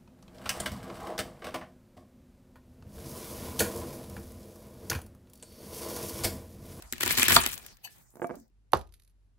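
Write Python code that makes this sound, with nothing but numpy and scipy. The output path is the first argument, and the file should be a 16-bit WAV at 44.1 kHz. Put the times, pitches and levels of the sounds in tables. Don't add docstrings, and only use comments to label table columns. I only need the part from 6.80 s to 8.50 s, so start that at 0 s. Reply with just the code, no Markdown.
import sys
import numpy as np
from scipy import signal
from scipy.fft import rfft, irfft, next_fast_len
from scipy.io import wavfile

SR = 44100
rng = np.random.default_rng(int(sys.argv[2]) if len(sys.argv) > 2 else 0)


def magnitude_from_level(level_db):
    exponent = np.asarray(level_db, float) / 20
    return 10 ** exponent


def master_out(mix):
    frames = np.transpose(np.atleast_2d(mix))
    ceiling = np.clip(frames, -1, 1)
    pcm = np.round(ceiling * 32767).astype(np.int16)
    wavfile.write(sys.argv[1], SR, pcm)


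N = 74970


def clock():
    return np.arange(N) / SR


def white(channels=2):
    return rng.standard_normal((channels, N))


def rms_one(x):
    return x / np.sqrt(np.mean(x ** 2) + 1e-20)


def passed(x, order, hz, kind):
    return signal.sosfilt(signal.butter(order, hz, kind, fs=SR, output="sos"), x)


def curve_db(rows):
    return np.interp(clock(), *np.transpose(rows))


def at_hz(points, hz):
    table_hz, table_db = np.transpose(points)
    return np.interp(np.log(hz + 1), np.log(table_hz), table_db)


def colour(x, spectrum):
    cepstrum = irfft(at_hz(spectrum, np.fft.rfftfreq(4096, 1 / SR)) * np.log(10) / 20)
    cepstrum[1:2048] *= 2
    cepstrum[2049:] = 0
    kernel = irfft(np.exp(rfft(cepstrum)))
    kernel = kernel / np.sqrt(np.sum(kernel ** 2))
    return signal.fftconvolve(x, kernel[None])[:, :N]


def drift(rate_hz):
    r = np.exp(-2 * np.pi * rate_hz / SR)
    chance = signal.lfilter([1], [1, -2 * r, r * r], rng.standard_normal(N + SR))
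    return rms_one(chance[SR:])


def ring(force, hz, t60):
    r, w = magnitude_from_level(-60 / (t60 * SR)), 2 * np.pi * hz / SR
    return signal.lfilter([0, np.sin(w)], [1, -2 * r * np.cos(w), r * r], force + 1e-18)


def burst(s, db, rise, t60):
    t = np.maximum(clock() - s, 0)
    return magnitude_from_level(db - 60 * t / t60) * np.minimum(t / rise, 1)


def click(s, size):
    return size * (np.arange(N) == int(s * SR))


# frequency in Hz, level in dB per Hz.
AIR_SPECTRUM = [(30, -2.5), (100, -6.5), (450, -14), (700, -12), (1100, -20), (2000, -22.5), (3000, -39.5),
                (5000, -20.5), (16000, -25.5)]
# time in seconds, level in dB.
AIR_LEVEL = [(0, -63), (.04, -62.5), (.11, -62), (.2, -61.5), (.85, -59.5), (.93, -60.5), (.97, -71),
             (1.02, -68.5), (1.1, -64), (1.2, -65), (1.302, -71.5), (1.45, -66.5), (1.52, -66),
             (1.62, -71.5), (1.7, -81.5)]
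# time in seconds, level in dB.
SLEEVE_LEVEL = [(0, -86), (.1, -88), (.9, -75), (1.0, -77.5), (1.1, -66.5), (1.2, -74.5), (1.239, -91),
                (1.5, -87.5), (1.56, -75), (1.62, -95), (1.7, -96.5)]
SLEEVE_BAND = [2000, 4173]
AIR_EDGES = [25, 150, 400, 800, 1400, 2200, 3300, 4800, 6500, 8500, 11000, 14000, 18000]
# frequency in Hz, level in dB.
DRONE = [(52, -72.5), (121, -76.5)]


def air():
    noise = white(3)
    mixed = noise[:2] + 0.36 * noise[2]
    patchy = 0
    for k, edges in enumerate(zip(AIR_EDGES, AIR_EDGES[1:])):
        patchy = patchy + passed(mixed, 2, edges, "band") * magnitude_from_level(6 * drift(9.2)) * (-1) ** k
    tone = colour(patchy, AIR_SPECTRUM) * magnitude_from_level(curve_db(AIR_LEVEL))
    cloth = rms_one(passed(white(), 2, SLEEVE_BAND, "band"))
    cloth = cloth * magnitude_from_level(curve_db(SLEEVE_LEVEL) + 1.2 * drift(40))
    hum_source = noise[:2] + 0.5 * noise[2]
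    drone = sum(rms_one(ring(hum_source, hz, 0.9)) * magnitude_from_level(db) for hz, db in DRONE)
    return tone + cloth + drone


# time in seconds, level in dB.
RUMBLE_LEVEL = [(0, -54), (.2, -57.5), (.58, -41), (.8, -64.5), (0.949, -85), (1.4, -80), (1.55, -58.5),
                (1.7, -80)]
RUMBLE_BAND = [38, 70]


def rumble():
    noise = white(3)
    low = passed(noise[:2] + noise[2], 2, RUMBLE_BAND, "band")
    return rms_one(low) * magnitude_from_level(curve_db(RUMBLE_LEVEL))


def kitchen(x):
    t60, wall_cut_hz = 0.21, 4160
    size = next_fast_len(N + SR)
    hz = np.fft.rfftfreq(size, 1 / SR)
    response = np.zeros((2, size // 2 + 1), complex)
    for k, lag in enumerate(rng.uniform(.004, .03, 16)):
        loop = magnitude_from_level(-60 * lag / t60) * np.exp(-2j * np.pi * hz * lag) / (1 + 1j * hz / wall_cut_hz)
        response[k % 2] += loop / (1 - loop) * (-1) ** (k // 2)
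    return irfft(response * rfft(x, size), size)[:, :N]


def ports(pair, balance, lead_s):
    unlike_high, unlike_low, corner_hz = 0.47, 0.22, 2980
    hz = np.fft.rfftfreq(N, 1 / SR)
    share = np.clip((unlike_high * hz + unlike_low * corner_hz) / (hz + corner_hz), 0, 1)
    same, other = rfft(pair[0]) * np.sqrt(1 - share), rfft(pair[1]) * np.sqrt(share)
    tilt = magnitude_from_level(at_hz(balance, hz) / 2) * np.exp(1j * np.pi * hz * lead_s)
    return irfft([(same + other) * tilt, (same - other) / tilt], N)


# start in seconds, peak level in dB.
TICKS = [(0.0222, -41), (0.7256, -33), (0.7298, -33.5), (0.732, -35.5), (0.738, -39), (0.7404, -32),
         (0.7775, -33.5), (0.827, -49), (0.848, -50), (0.863, -36.5), (0.9694, -52.5)]
# start in seconds, peak level in dB.
CRUMBS = [(1.1615, -58), (1.1824, -52), (1.3042, -57), (1.3389, -72), (1.3558, -52), (1.369, -56.5),
          (1.425, -53), (1.443, -58), (1.47, -47), (1.5547, -46), (1.5994, -55), (1.679, -68)]
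# frequency in Hz, level in dB per Hz.
TICK_SPECTRUM = [(470, -23.5), (800, -15), (2070, -5), (2950, -7), (9940, -6.5), (11000, -6), (16000, -8.5)]


def ticks():
    noise = white()
    cracks = noise * sum(burst(s, db + 1, 0.00027, 0.02) for s, db in TICKS)
    crumbs = noise * sum(burst(s, db + 1, 0.00027, 0.02) for s, db in CRUMBS)
    return colour(cracks, TICK_SPECTRUM) + passed(crumbs, 3, 4800, "high")


# frequency in Hz, level in dB, decay time t60 in seconds.
BLADE_MODES = [(727, -8, .04), (950, -9, .025), (1750, -25, .3), (2610, -2, .035), (2972, -2, .035),
               (4250, -17, .1), (4545, -3, .04), (6000, -9, .03), (6630, -11, .04), (7775, -13, .05),
               (9300, -18, .04), (11490, -2, .04), (12900, -14, .03), (14200, -10, .03)]


def brush():
    start, rise, fall, flick = 1.028, 0.02, 0.034, 1.0745
    t = clock() - start
    swell = np.minimum(t / rise, 1 - 0.85 * (t - rise) / fall)
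    swell = np.clip(swell, 0, 1) ** 2 * (t < rise + fall)
    rub = white() * swell * magnitude_from_level(drift(75.4)) + click(flick, magnitude_from_level(7))
    rings = 0
    for k, (hz, db, t60) in enumerate(BLADE_MODES):
        rings = rings + ring(rub, hz, t60) * magnitude_from_level(db - 61.5) * (-1) ** k
    rings = rings + ring(rub * (clock() > 1.058), 4300, 0.021) * magnitude_from_level(-64)
    rings = rings + ring(click(flick, magnitude_from_level(-40.5)), 1720, .03)
    hiss = passed(rub, 2, 2500, "high") * magnitude_from_level(-45.5)
    return passed(rings + hiss, 4, 640, "high")


# start in seconds, peak level in dB.
TAPS = [(1.339, -46.5), (1.3558, -35), (1.3695, -34.5), (1.397, -30), (1.4184, -15.5), (1.4208, -24),
        (1.4264, -21.5), (1.431, -32), (1.444, -14.5), (1.451, -49), (1.4944, -24.5), (1.501, -22),
        (1.509, -21), (1.515, -47), (1.54, -32.5), (1.545, -31.5), (1.55, -35), (1.57, -39), (1.587, -44.5)]
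# frequency in Hz, level in dB, decay time t60 in seconds.
VASE_MODES = [(214.7, -21, 0.25), (269.4, -9.5, 0.15), (304, -31, 0.13), (361, -5, 0.18),
              (506.4, -3.5, 0.09), (692, 3.5, 0.097), (904, 1, 0.034), (1228, 0, 0.032), (1665, 3.5, 0.025),
              (2310, -1.5, 0.13)]
# start in seconds, peak level in dB, frequency in Hz.
SIGHS = [
    (1.565, -38.5, 267),
    (1.586, -41, 261),
    (1.607, -43, 238),
    (1.629, -54.5, 225),
]


def vase():
    top_hz = 2900
    luck_db = rng.normal(0, 3, (len(TAPS), len(VASE_MODES)))
    side = .35 * rng.standard_normal(len(VASE_MODES))
    rattle = white() * sum(burst(s, db - 18, 0.00077, .05) for s, db in TAPS)
    out = passed(rattle, 3, 900, "low") * 4
    for s, db, hz in SIGHS:
        hum = burst(s, db, 0.0031, 0.082) * np.sin(2 * np.pi * hz * (clock() - s))
        out = out + hum * [[1], [.3]]
    for i, (s, db) in enumerate(TAPS):
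        contact_s = 0.00025 * magnitude_from_level(-0.28 * (db + 28))
        t = np.maximum(clock() - s, 0) / contact_s
        push = -magnitude_from_level(db) * t ** 2 * np.exp(2 - 2 * t)
        rings = 0
        for k, (hz, level_db, t60) in enumerate(VASE_MODES):
            rings = rings + ring(push, hz, t60) * magnitude_from_level(level_db + luck_db[i, k]) * [[1], [side[k]]]
        out = out + magnitude_from_level(-3) * push * [[1], [0]] + magnitude_from_level(-19) * rings / (contact_s * SR * 2)
    return passed(passed(out, 3, top_hz, "low"), 2, [200, top_hz], "band")


# time in seconds, level in dB.
PRESSURE = [(0, -64), (0.118, -80.5), (0.126, -48), (0.2, -61), (0.204, -38), (.25, -34), (.3, -32),
            (0.341, -35), (.368, -39), (.378, -26.5), (0.441, -32), (0.464, -33.5), (0.48, -38),
            (0.484, -26), (.56, -24), (.6, -33.5), (0.651, -38.5), (0.748, -50), (0.799, -58.5),
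            (0.928, -66.5)]


def pressure_db():
    s, db = np.transpose(PRESSURE)
    return np.interp(clock(), [*s, s[-1] + 0.028], [*db, db[-1] - 31])


# start in seconds, peak level in dB.
LANDING = [
    (.5647, -4.5),
    (.5656, -15),
    (.5674, -24),
    (.5691, -15.5),
    (.5724, -21),
]
# frequency in Hz, level in dB, decay time t60 in seconds.
COUNTER_MODES = [(80, -36, .2), (126, -27, .15), (246, -25, .1), (378, -29, .06), (690, -11, .04),
                 (800, -12, .03), (965, -8, .03), (1068, -9, .025), (1209, -3, .028), (1383, -2, .025),
                 (1660, -2, .025), (3490, 0, .015), (4600, 3, .015)]


def counter():
    luck_db = rng.normal(0, 1.8, (len(LANDING), len(COUNTER_MODES)))
    hit = 0
    for k, (hz, level_db, t60) in enumerate(COUNTER_MODES):
        blows = sum(click(s, magnitude_from_level(db + level_db + luck_db[i, k])) for i, (s, db) in enumerate(LANDING))
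        pan = np.array([[1], [hz / 3500 - .5]])
        hit = hit + ring(blows, hz, min(t60, 30 / hz)) * (-1) ** k * pan
    shake = rms_one(passed(white(), 2, [70, 189], "band")) * [[1], [1.3]]
    return hit + shake * magnitude_from_level(-17 + 0.88 * pressure_db() + 3 * drift(60))


# frequency in
# Hz, level in dB, decay time t60 in seconds.
BODY_MODES = [(244.2, -39.5, 0.081), (361.7, -40.5, .05), (1250, -39.5, 0.069), (1670, -39, 0.092),
              (1950, -34, .015), (2350, -34.5, 0.059), (2670, -35, .035), (2887, -30, .025)]


def block(force, count):
    modes = enumerate(BODY_MODES[:count])
    return sum(ring(force, hz, t60) * magnitude_from_level(db) * (-1) ** k for k, (hz, db, t60) in modes)


# start in seconds, peak level in dB, body frequency in Hz.
SNAPS = [(0.0237, -34.5, 1510), (0.125, -15.5, 1460), (0.1333, -23, 2100), (0.181, -31.5, 2900),
         (0.2053, -27.5, 2300), (0.2079, -15.5, 2030), (0.2315, -16, 1960), (0.2344, -11, 2000),
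         (0.261, -14, 2410), (0.2775, -11.5, 1796), (0.2975, -23.5, 2600), (0.3082, -12, 2350),
         (0.32, -26.5, 2500), (0.352, -26.5, 3300), (0.3738, -15.5, 2100), (0.3762, -13.5, 2750),
         (0.3843, -10, 2340), (0.389, -16, 1500), (0.3964, -8.5, 2600), (0.4071, -18, 2420),
         (0.4183, -19, 2500), (0.4255, -24.5, 2800), (0.43, -7, 2700), (0.44, -16, 2500),
         (0.4821, -6.5, 2040), (0.4845, -10, 1770), (0.4981, -11.5, 1900), (0.5082, -8.5, 2440),
         (0.5194, -14.5, 2000), (0.5214, -8, 2700), (0.528, -10.5, 2100), (0.554, -16, 4300),
         (0.6553, -24.5, 2980), (0.662, -11, 1670), (0.6636, -14, 3900), (.673, -21, 1458)]
# frequency in Hz, level in dB per Hz.
SNAP_SPECTRUM = [(240, -43), (400, -8), (719, -7.5), (2220, 1.5), (6340, -4.5), (7870, 2), (9040, -15),
                 (11200, -2.5), (16000, -10.5)]


def snaps():
    rise = .0003
    noise = white()
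    out = noise * burst(.5595, -8, .005, .045)
    for s, db, hz in SNAPS:
        spray = noise * burst(s, 0, rise, 0.011) + click(s + rise, 2.5) * [[1], [.3]]
        spray = spray * magnitude_from_level(db - 4) / np.abs(spray).max(axis=1, keepdims=True) * 2
        out = out + spray + magnitude_from_level(-5.5) * ring(spray, hz, .008) * 0.16
    jolts = sum(click(s, magnitude_from_level(db + 16.5)) for s, db, hz in SNAPS[1:-2])
    return colour(out, SNAP_SPECTRUM) + block(jolts, count=2) * [[1], [.4]]


# frequency in Hz, level in dB per Hz.
CRUSH_SPECTRUM = [(88, -40.5), (150, -14), (244, -7), (649, -13), (2310, -0.5), (3770, -4.5), (5500, -9),
                  (7620, -10), (16000, -10.5)]
CLUMP_EDGES = [100, 1200, 3800, 6500, 9500, 17000]


def crush():
    cells_per_s, spread_db, flicker_db, clump_db = 9000, 4, 1.5, 4.5
    sizes = magnitude_from_level(spread_db * np.minimum(rng.exponential(1, (2, N)), 5))
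    sizes = sizes * rng.choice([-1, 1], (2, N))
    cells = rms_one(sizes * (rng.random((2, N)) < cells_per_s / SR))
    cells = cells * magnitude_from_level(pressure_db() + flicker_db * drift(150))
    clumps = 0
    for k, edges in enumerate(zip(CLUMP_EDGES, CLUMP_EDGES[1:])):
        clumps = clumps + passed(cells * magnitude_from_level(clump_db * drift(43)), 2, edges, "band") * (-1) ** k
    return colour(clumps, CRUSH_SPECTRUM) + block(clumps, count=8)


# frequency in Hz, level in dB.
FOAM_BALANCE = [(60, 0), (130, -4), (290, -3), (640, -4), (1410, -5), (3100, 2.5), (6820, 4), (15000, 10)]
# frequency in Hz, level in dB.
VASE_BALANCE = [(100, -8), (700, -3.5), (2400, -4.5)]


def scene():
    foam = crush() + snaps() + ticks() + counter() + brush()
    taps = vase()
    wet = kitchen(magnitude_from_level(-17) * foam[0] + magnitude_from_level(-19) * taps[0])
    direct = ports(foam, FOAM_BALANCE, 0.00012) + ports(taps, VASE_BALANCE, .00008)
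    return direct + wet + air() + rumble()


def band_limit(x):
    return signal.sosfilt(signal.butter(12, 17160, fs=SR, output="sos"), x)


def record(dry):
    top_cut = signal.cheby2(16, 100, 17200, fs=SR, output="sos")
    mix = signal.sosfilt(top_cut, np.tanh(dry))
    mix = passed(mix, 4, 32, "high")
    return band_limit(mix)


dry = scene()
out = record(dry)
master_out(out)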